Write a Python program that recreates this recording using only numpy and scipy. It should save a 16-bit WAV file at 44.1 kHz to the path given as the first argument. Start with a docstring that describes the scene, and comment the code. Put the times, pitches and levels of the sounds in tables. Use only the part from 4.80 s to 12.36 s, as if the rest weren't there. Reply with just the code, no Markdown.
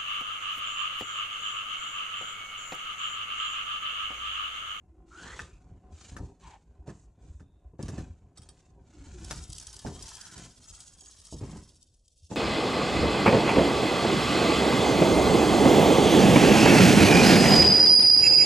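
"""Two kick scooters pass a listener at ground level in an outdoor skatepark.
The first swishes in with a rising sweep, clacks onto a hollow ramp, drums over its panels and
clanks onto a far ramp. From about 4 s the second rolls by close, rough asphalt rattling its
loose metal parts; a washer jingles as it leaves, and a last landing booms in a ramp.
Throughout, grit crunches under the wheels and the trees return a faint echo."""
import sys
import numpy as np
from scipy import signal
from scipy.fft import rfft, irfft, next_fast_len
from scipy.io import wavfile

SR = 44100
rng = np.random.default_rng(int(sys.argv[2]) if len(sys.argv) > 2 else 0)


def pcm_store(signal):
    """Save signal as 16-bit PCM."""
    levels = np.round(np.clip(np.atleast_2d(signal), -1, 1) * 32767)
    wavfile.write(sys.argv[1], SR, levels.astype(np.int16).T)


N = 333351
TIME = np.arange(N) / SR

# shaking of the second scooter on rough asphalt: time_s, level_db
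SHAKING = [(4.4, -62), (4.52, -44.5), (4.67, -58), (4.82, -51.5), (5.15, -54), (5.27, -47), (5.65, -55),
           (5.77, -61), (6.0, -51), (6.15, -59.5), (6.27, -54.5), (6.8, -55.5), (7.2, -73.5), (7.5, -61)]
# modes of the ramp panels and of the loose metal parts: pitch_hz, level_db, t60_s
PANEL_MODES = [(55.6, -7.5, 0.45), (80.4, 1, 0.27), (104.2, -0.5, 0.18), (127.7, 0.5, 0.31),
               (159, 1.5, 0.11), (199.3, -0.5, 0.13), (242, -5, 0.18), (296, -6, 0.21), (344, -9, 0.14),
               (413, -8, 0.074), (506, -8, 0.081), (625, -12.5, 0.046), (869, -14.5, 0.04)]
METAL_MODES = [(3215, -6, 0.081), (3680, -10, 0.13), (4570, -2, 0.035), (4783, 0.5, 0.055), (5335, 6, 0.02),
               (5780, 5.5, 0.022), (6450, 3.5, 0.022), (6750, 4, 0.017), (7710, 8, 0.028),
               (8930, 6.5, 0.021), (9400, 1, 0.025), (10390, -2.5, 0.029)]
# spectra of hollow drumming and of a sharp snap: frequency_hz, level_db
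DRUM_SPECTRUM = [(90, -13), (170, -3.5), (290, 0.5), (385, 2.5), (470, -2.5), (560, -10), (640, -9),
                 (740, -13), (1000, -11.5), (2000, -53.5)]
SNAP_SPECTRUM = [(800, 1.5), (2400, -5), (4200, -3.5), (5500, 2), (7500, -4.5), (9500, -8.5), (12000, -9.5),
                 (14000, -66.5)]


def gain_of(db):
    """Amplitude grows tenfold for every 20 dB."""
    return 10 ** (np.asarray(db) / 20)


def unit_rms(x):
    """Normalisation to rms 1."""
    return x / np.sqrt(np.mean(x ** 2) + 1e-20)


def unit_peak(x):
    """Normalisation to peak 1."""
    return x / (abs(x).max() + 1e-20)


def value_at(points, hz):
    """Interpolation on a log-frequency axis."""
    known_hz, value = np.transpose(points)
    return np.interp(np.log(hz + 1), np.log(known_hz + 1), value)


def envelope(points):
    """Interpolation of a dB curve into a gain, with exponential decay outside its span."""
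    time_s, db = np.transpose(points)
    outside_s = abs(TIME - np.clip(TIME, time_s[0], time_s[-1]))
    return gain_of(np.interp(TIME, time_s, db) - 270 * outside_s)


def add(mix, start_s, sound):
    """Superposition: a sound joins the mix at start_s."""
    part = mix[max(round(start_s * SR), 0):][:len(sound)]
    part += sound[:len(part)]


def colour(x, spectrum):
    """Minimum-phase filtering shapes the spectrum and leaves clicks their sharp front."""
    log_gain = np.log(gain_of(value_at(spectrum, abs(np.fft.fftfreq(4096, 1 / SR)))))
    taps = np.fft.ifft(np.exp(np.conj(signal.hilbert(log_gain)))).real
    return signal.oaconvolve(x, taps[:len(taps) // 2])[:len(x)]


def wander(rate_hz):
    """Low-passed noise: a smooth random drift of rms 1."""
    size = next_fast_len(N, True)
    hz = np.fft.rfftfreq(size, 1 / SR)
    spectrum = rfft(rng.standard_normal(size)) / (1 + (hz / rate_hz) ** 4)
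    return unit_rms(irfft(spectrum, size)[:N])


def grains(per_s, spread_db):
    """A Poisson process of clicks of either sign: many small, a few large."""
    size = gain_of(spread_db * np.minimum(rng.exponential(1, N), 3.5))
    return size * rng.choice([-1, 1], N) * (rng.random(N) < per_s / SR)


def burst(t60_s, rise_s=0.00055):
    """A noise transient with a quick rise and exponential decay."""
    t = np.arange(SR // 4) / SR
    return rng.standard_normal(len(t)) * gain_of(-60 * t / t60_s) * (1 - np.exp(-t / rise_s))


def ring(modes, tilt_db=0, scatter_db=2, detune=0.02):
    """Free vibration of damped modes; each contact point weights and tunes them differently."""
    hz, db, t60_s = np.transpose(modes)[:, :, None]
    weight, shift, sign = rng.standard_normal((3, len(modes), 1))
    t = np.arange(SR // 3) / SR
    db = db + tilt_db * np.log2(hz / hz[0]) + scatter_db * weight - 60 * t / t60_s
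    return (np.sign(sign) * gain_of(db) * np.sin(2 * np.pi * hz * (1 + detune * shift) * t)).sum(0)


def chink(modes, tick_db, tick_t60_s):
    """Impact of metal on metal: a broadband tick and a short modal ring."""
    tick = unit_peak(colour(burst(tick_t60_s), SNAP_SPECTRUM))
    tone = unit_peak(ring(modes, detune=0.009))
    return unit_peak(tone[:len(tick)] + gain_of(tick_db) * tick)


def shaken(blow, per_s, spread_db, drift_db, drift_hz, contacts=3):
    """Random excitation at several contact points; their strengths drift, so the resonances shift."""
    out = np.zeros(N)
    for _ in range(contacts):
        impacts = grains(per_s, spread_db) * gain_of(drift_db * wander(drift_hz))
        out += signal.oaconvolve(impacts, unit_peak(blow()))[:N]
    return unit_rms(out)


def still_air(level_db=-64.5):
    """Ambient noise: steady, and strongest in the bass."""
    # frequency_hz, level_db
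    spectrum = [(25, 8), (60, 8), (250, -19), (600, -18), (1800, -70.5), (7000, -35.5), (13000, -46)]
    return gain_of(level_db) * unit_rms(colour(rng.standard_normal(N), spectrum))


def tree_echo(x, rise_s=0.0013):
    """Scattering from trunks and ramps gives a diffuse tail, each band dying at its own rate."""
    # reverberation times: frequency_hz, t60_s
    decay_times = [(80, 0.56), (500, 0.43), (2000, 0.31), (6000, 0.35), (12000, 0.49)]
    hz, t, noise = signal.stft(rng.standard_normal(SR // 2), SR, nperseg=256)
    decay = gain_of(-60 * t / value_at(decay_times, hz)[:, None])
    tail = signal.istft(noise * decay * (1 - np.exp(-t / rise_s)), SR, nperseg=256)[1]
    return signal.oaconvolve(x, tail / np.linalg.norm(tail))[:N]


def reflections(x, echo_db=-9):
    """Comb filtering: paths off ground and ramps change as the rider moves, so the peaks slide."""
    delays_s = np.geomspace(0.0012, 0.005, 4)
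    late = sum(np.interp(TIME - delay * np.exp(0.14 * wander(1.5)), TIME, x) for delay in delays_s)
    return (x + gain_of(echo_db) * late) / np.sqrt(1 + len(delays_s) * gain_of(echo_db) ** 2)


def nearness(nearest_s=5.21, pass_s=0.62):
    """Spherical spreading: the second scooter's gain goes as one over distance, 1 at its nearest."""
    return 1 / np.hypot(1, (TIME - nearest_s) / pass_s)


def wheel_load(start_s, rise_s, hold_s, fade_s=0.088, fade_power=2.45):
    """The load on the wheels rises linearly, holds, then decays by a power law."""
    released_s = np.maximum(TIME - start_s - rise_s - hold_s, 0)
    return np.clip((TIME - start_s) / rise_s, 0, 1) / (1 + released_s / fade_s) ** fade_power


def contact_gains(passing_db=-8, rough_until_s=6.8):
    """Incoherent sources add in power: light rolling, hard stretches and the passing scooter."""
    # light rolling, which stops at take-off: time_s, level_db
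    coasting = [(0, -54.5), (.15, -55.5), (1.1, -49), (1.85, -56), (2.0, -51), (2.3, -58.5), (3.9, -55.5),
                (4.6, -51.5), (5.8, -57), (6.85, -60.5), (7.05, -86)]
    # wheels bearing hard: start_s, rise_s, hold_s, hiss_db, crunch_db, drum_db, boom_db, rumble_db
    stretches = [(0.251, 0.24, 0.13, -55, -53.5, -59.5, -61, -72),
                 (1.098, 0.15, 0.055, -56.5, -59.5, -75, -75, -61),
                 (1.336, 0.046, 0.082, -69.5, -74, -55, -56, -53),
                 (1.588, 0.026, 0.11, -66, -68, -61, -75, -48.5),
                 (2.06, 0.014, 0.029, -63.5, -62.5, -50, -55.5, -52),
                 (2.368, 0.076, 0.068, -76.5, -74, -69, -53.5, -42),
                 (2.983, 0.033, 0.2, -61, -58.5, -53.5, -45.5, -51),
                 (3.55, 0.013, 0.3, -72.5, -74, -72, -84, -58),
                 (3.993, 0.59, 0.016, -56.5, -57, -63.5, -47.5, -37.5),
                 (5.045, 0.027, 0.092, -60, -64, -46.5, -49.5, -49),
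                 (5.358, 0.25, 0.04, -55, -58.5, -59.5, -48, -58),
                 (6.593, 0.027, 0.15, -63.5, -57, -48.5, -45, -38.5),
                 (7.494, 0.018, 0.039, -53, -57, -45, -53, -39.5)]
    coasting_db = [-38, -27, -11, -13, 0]  # the same five layers
    power = np.outer(gain_of(coasting_db), envelope(coasting)) ** 2
    for start_s, rise_s, hold_s, *layers_db in stretches:
        power += np.outer(gain_of(layers_db), wheel_load(start_s, rise_s, hold_s)) ** 2
    hiss, crunch, drum, boom, rumble = np.sqrt(power)
    passing = gain_of(passing_db) * envelope(SHAKING) * nearness() * (TIME < rough_until_s)
    return hiss, np.hypot(crunch, passing), drum, boom, rumble


def rolling(rumble_db=-5, deck_db=-7.5, frame_db=-3, boom_db=-1, crunch_db=-2, hiss_db=1):
    """Roughness excitation: stones shake ground, deck, frame and panels; grit crunches and hisses."""
    # spectra of the ground and of coarse and fine grit: frequency_hz, level_db
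    rumble_spectrum = [(20, -49.5), (33, -13.5), (48, 5.5), (62, 3), (90, -0.5), (130, -11.5), (190, -18.5),
                       (600, -81)]
    crunch_spectrum = [(450, -7.5), (900, 0), (1500, 0.5), (2100, -5.5), (2650, -5.5), (3400, -13.5),
                       (6000, -42)]
    hiss_spectrum = [(1200, -23), (2600, -2), (3300, -3.5), (4150, -0.5), (4900, -3), (5700, -1.5),
                     (6700, 3), (7700, 0.5), (8700, -7.5), (10500, -15.5), (12000, -20), (14000, -60)]
    # hollow tones of the frame: pitch_hz, level_db, t60_s
    frame_modes = [(165, -0.5, 0.12), (272.8, 0.5, 0.071), (387.8, -4, 0.16), (540.3, -6.5, 0.081),
                   (717, -3.5, 0.08), (1014, -10.5, 0.073)]
    bumps = gain_of(4.5 * wander(12))
    flutter = gain_of(1.6 * wander(45))
    hiss_gain, crunch_gain, drum_gain, boom_gain, rumble_gain = contact_gains()
    rumble = unit_rms(colour(grains(400, 4.7), rumble_spectrum) * bumps) * rumble_gain
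    deck = unit_rms(colour(grains(700, 4.6) * np.sqrt(bumps), DRUM_SPECTRUM))
    frame = shaken(lambda: ring(frame_modes, scatter_db=3.5, detune=0.036),
                   per_s=200, spread_db=4, drift_db=6, drift_hz=5.4)
    drum = (gain_of(deck_db) * deck + gain_of(frame_db) * frame) * drum_gain
    boom = shaken(lambda: ring(PANEL_MODES, scatter_db=3, detune=0.037),
                  per_s=70, spread_db=3, drift_db=3.8, drift_hz=5.5) * boom_gain
    crunch = unit_rms(colour(grains(1500, 3.7), crunch_spectrum) * flutter) * crunch_gain
    hiss = unit_rms(colour(grains(6000, 4), hiss_spectrum) * flutter) * hiss_gain
    grit = reflections(gain_of(crunch_db) * crunch + gain_of(hiss_db) * hiss)
    return gain_of(rumble_db) * rumble + drum + gain_of(boom_db) * boom + grit


def wheel_swishes(taper=0.44):
    """Narrow-band noise has a pitch: gliding bands of wheel noise give swishes, hums and whines."""
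    # start_s, length_s, first_hz, last_hz, level_db, width_hz
    swishes = [(0.298, 0.2, 1258, 1680, -51.5, 200), (0.33, 0.36, 2900, 3700, -60, 600),
               (0.41, 0.12, 4300, 4000, -61, 450), (0.359, 0.35, 440, 500, -61, 130),
               (0.423, 0.14, 1300, 1613, -49.5, 710), (0.45, 0.149, 1800, 2020, -55, 160),
               (0.03, 0.84, 320, 375, -63.5, 45), (0.34, 0.49, 2740, 2486, -73, 350),
               (1.608, 0.18, 1040, 805, -55.5, 230), (1.607, 0.18, 2600, 2000, -63, 2200),
               (2.12, 0.16, 7200, 6900, -72, 2200), (2.38, 0.28, 7200, 7000, -77, 2100),
               (2.3, .62, 3520, 3700, -87.5, 240), (4.122, 0.212, 333, 240, -55.5, 44),
               (4.316, 0.15, 379.6, 300, -55, 21), (5.355, 0.29, 1523, 1682, -59, 420)]
    out = np.zeros(N)
    for start_s, length_s, first_hz, last_hz, db, width_hz in swishes:
        hz = np.linspace(first_hz, last_hz, round(length_s * SR))
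        noise = rng.standard_normal(2 * SR) + 1j * rng.standard_normal(2 * SR)
        lowpass = signal.butter(2, width_hz / 2, fs=SR, output="sos")
        baseband = signal.sosfilt(lowpass, noise)[SR // 2:][:len(hz)]
        band = unit_rms((baseband * np.exp(2j * np.pi * np.cumsum(hz) / SR)).real)
        add(out, start_s, gain_of(db) * band * signal.windows.tukey(len(hz), taper))
    return out


def wheel_dips(bump_hz=72, length_s=0.054):
    """A forced pulse without ring: a wheel drops into a dip and pushes for a few low cycles."""
    # start_s, level_db
    bumps = [(0.093, -48.5), (1.125, -39.5), (1.428, -43), (1.989, -41.5), (2.493, -38.5), (2.545, -39.5),
             (2.85, -39.5), (3.295, -37), (7.425, -46.5)]
    out = np.zeros(N)
    t = np.arange(0, length_s, 1 / SR)
    window = np.sin(np.pi * np.sqrt(t / length_s)) ** 2
    for start_s, db in bumps:
        push = np.sin(2 * np.pi * bump_hz * rng.uniform(0.85, 1.15) * t)
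        add(out, start_s, gain_of(db) * push * window)
    return out


def fork_clanks():
    """Impact excitation: fork and bars ring as the first scooter meets the far ramp."""
    # start_s, peak_db
    clanks = [(3.574, -42), (3.58, -43), (3.619, -47), (3.632, -49.5), (3.689, -40)]
    # pitch_hz, level_db, t60_s
    fork_modes = [(1230, -7.5, .1), (1625, -14, .07), (3230, -4.5, 0.099), (3750, -2.5, .07),
                  (4650, 2.5, .06), (5000, -9, .07), (5230, 0, 0.074), (5730, -2.5, 0.068),
                  (7870, 3, 0.067), (8720, 5, 0.077), (9700, -8, .03)]
    out = np.zeros(N)
    for start_s, db in clanks:
        add(out, start_s, gain_of(db) * chink(fork_modes, tick_db=-5, tick_t60_s=0.06))
    return out


def ramp_thuds(clatter_db=-13, clatter_t60_s=0.17):
    """Plate vibration: panels boom and joints clatter; harder blows favour the higher modes."""
    # blows on the hollow ramps: start_s, peak_db, hardness_db_per_octave
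    blows = [(.445, -40, -3), (.6, -40.5, -1.5), (0.907, -41.5, -7), (1.32, -35.5, -11), (1.366, -38, 1),
             (1.402, -32, -5), (2.079, -33, 3), (2.1, -37, -2), (2.377, -48.5, -2.5), (2.605, -44.5, 1),
             (2.935, -43.5, 1.5), (2.992, -29, 4), (3.032, -27.5, -3), (3.086, -27.5, 0), (3.131, -32, 1),
             (3.181, -27.5, -1), (3.59, -43.5, -4.5), (4.515, -35, -4.5), (4.691, -34.5, -8.5),
             (5.0491, -28, 6.5), (5.062, -29, 5), (5.083, -36.5, -11), (5.56, -38, -6.5), (6.525, -29, 4),
             (6.546, -32.5, -4), (6.613, -29.5, -1.5), (6.634, -30.5, 5), (6.76, -39, 5), (7.511, -26, 2.5),
             (7.519, -29, 9)]
    out = np.zeros(N)
    for start_s, db, hardness_db in blows:
        clatter = unit_peak(colour(burst(clatter_t60_s), DRUM_SPECTRUM))
        boom = unit_peak(ring(PANEL_MODES, hardness_db, scatter_db=1.5, detune=0.04))
        add(out, start_s, gain_of(db) * boom)
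        add(out, start_s, gain_of(db + clatter_db + hardness_db) * clatter)
    return out


def deck_clacks(bounce_s=0.0059, loss_db=2, snap_t60_s=0.034, snap_loss_db=3):
    """Inelastic rebound: a wheel hits an edge and rings the deck in quick, weakening bounces."""
    # start_s, clack_db, snap_db
    strikes = [(0.592, -26.5, -37.5), (1.366, -35.5, -41), (2.072, -56, -50.5), (2.09, -44, -50.5),
               (2.598, -53.5, -58.5), (3.082, -41, -36), (2.992, -49, -58.5), (3.18, -44, -45),
               (4.509, -34, -26), (5.064, -41.5, -36), (7.511, -49, -59), (7.524, -56, -44)]
    # pitch_hz, level_db, t60_s
    deck_modes = [(954, -4, 0.0095), (1220, -13.5, 0.19), (1320, 1, 0.025), (1535, -1, 0.037),
                  (1720, 2.5, 0.024), (1840, 1.5, 0.019), (2680, -5.5, 0.019)]
    out = np.zeros(N)
    for start_s, clack_db, snap_db in strikes:
        for k in range(5):
            at_s = start_s + k * bounce_s * rng.uniform(0.94, 1.06)
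            fall_db = loss_db * k * (k + 1) / 2
            clack = unit_peak(ring(deck_modes, detune=0.04))
            snap = unit_peak(colour(burst(snap_t60_s), SNAP_SPECTRUM))
            add(out, at_s, gain_of(clack_db - fall_db) * clack)
            add(out, at_s, gain_of(snap_db - snap_loss_db * k) * snap)
    return out


def wheel_beat(turn_hz=16, depth_db=4):
    """Amplitude modulation: the shaking swells once with every turn of the wheels."""
    return gain_of(depth_db * np.sin(2 * np.pi * turn_hz * TIME + wander(1.6)))


def chatter(typical_per_s=150):
    """Driven bouncing: a loose part gives uneven impulses, stronger at each turn of the wheels."""
    bounce_count = np.floor(np.cumsum(typical_per_s * np.exp(0.5 * wander(90))) / SR)
    return np.diff(bounce_count, prepend=0) * wheel_beat()


def washer(bounces):
    """Modal ringing at every bounce; the washer turns on its bolt, so its overtones vary in strength."""
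    # pitch_hz, level_db, t60_s
    washer_modes = [(5070, -9.5, 0.06), (6510, -10, 0.088), (6650, 5.5, 0.093), (7920, 2.5, 0.04),
                    (8890, 5, 0.023), (9300, -2, 0.066)]
    # jingling as the second scooter rolls away: time_s, level_db
    jingle = [(5.78, -69), (5.9, -56), (6.02, -53), (6.15, -67), (6.27, -54.5), (6.35, -70), (6.53, -56),
              (6.64, -89)]
    out = np.zeros(N)
    for _ in range(4):
        impacts = bounces * gain_of(3 * wander(20))
        out += signal.oaconvolve(impacts, ring(washer_modes, detune=0.003))[:N]
    return envelope(jingle) * unit_rms(out)


def jolts(bounce_s=0.002, loss_db=6):
    """Damped rebound: a larger stone throws a loose part against its seat, where it bounces."""
    # start_s, level_db
    stones = [(3.027, -33.5), (4.446, -33.5), (4.461, -48), (4.638, -35), (4.701, -36), (4.722, -37),
              (4.729, -29.5), (4.752, -40), (4.764, -39), (4.782, -29), (4.799, -30.5), (4.812, -37),
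              (4.869, -30), (4.929, -35), (4.965, -34.5), (4.991, -34), (5.223, -35), (5.412, -35),
              (5.578, -38.5), (6.004, -34), (6.208, -41), (6.259, -38.5), (6.468, -38.5), (7.028, -47.5),
              (7.28, -50)]
    out = np.zeros(N)
    for start_s, db in stones:
        for k in range(3):
            at_s = start_s + k * bounce_s * rng.uniform(0.8, 1.2)
            add(out, at_s, gain_of(db - loss_db * k) * chink(METAL_MODES, tick_db=-2, tick_t60_s=0.02))
    return out


def metal_rattle(taps_db=-2, chatter_db=-5, grit_db=-4, lowest_hz=2800):
    """Temporal fusion: rough asphalt keeps loose parts tapping so densely that they sizzle."""
    taps = shaken(lambda: chink(METAL_MODES, tick_db=-2, tick_t60_s=0.04),
                  per_s=160, spread_db=2.2, drift_db=3, drift_hz=14, contacts=6)
    bounces = chatter()
    bouncing = signal.oaconvolve(bounces, chink(METAL_MODES, tick_db=1.5, tick_t60_s=0.016))[:N]
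    grit = colour(grains(3500, 4), SNAP_SPECTRUM) * wheel_beat()
    close_by = gain_of(chatter_db) * unit_rms(bouncing) + gain_of(grit_db) * unit_rms(grit)
    sizzle = gain_of(taps_db) * unit_rms(taps * wheel_beat())
    rattle = envelope(SHAKING) * (sizzle + nearness() * close_by)
    metal = reflections(rattle, echo_db=-10) + washer(bounces) + jolts()
    # such small parts radiate almost nothing in the lower mids
    return signal.sosfilt(signal.butter(8, lowest_hz, "highpass", fs=SR, output="sos"), metal)


def scene(echo_db=-13):
    """Interaural phase: all is near the centre, but changing paths jitter it and widen the treble."""
    # side against mid: frequency_hz, level_db
    width = [(60, -30.5), (250, -19), (1000, -11.5), (2500, -9.5), (10000, -4)]
    scooters = (rolling() + wheel_swishes() + ramp_thuds() + wheel_dips()
                + deck_clacks() + fork_clanks() + metal_rattle())
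    mid = scooters + still_air() + gain_of(echo_db) * tree_echo(scooters)
    quadrature = signal.hilbert(mid, next_fast_len(N)).imag[:N]
    side = colour(quadrature * wander(70), width)
    return np.array([mid + side, mid - side])


def record(dry, edge_hz=14000):
    """Frequency response: the deep bass is cut away and the microphone dulls the top treble; a low-pass ends
    the band."""
    # frequency_hz, gain_db
    response = [(18, -13.0), (38, 0.5), (10400, -1.0), (11800, -13.0), (14000, -4.5)]
    dulled = np.array([colour(channel, response) for channel in dry])
    lowpass = signal.firwin(511, edge_hz, window=("kaiser", 9), fs=SR)
    return signal.oaconvolve(dulled, lowpass[None], "same")


dry = scene()
out = record(dry)
pcm_store(out)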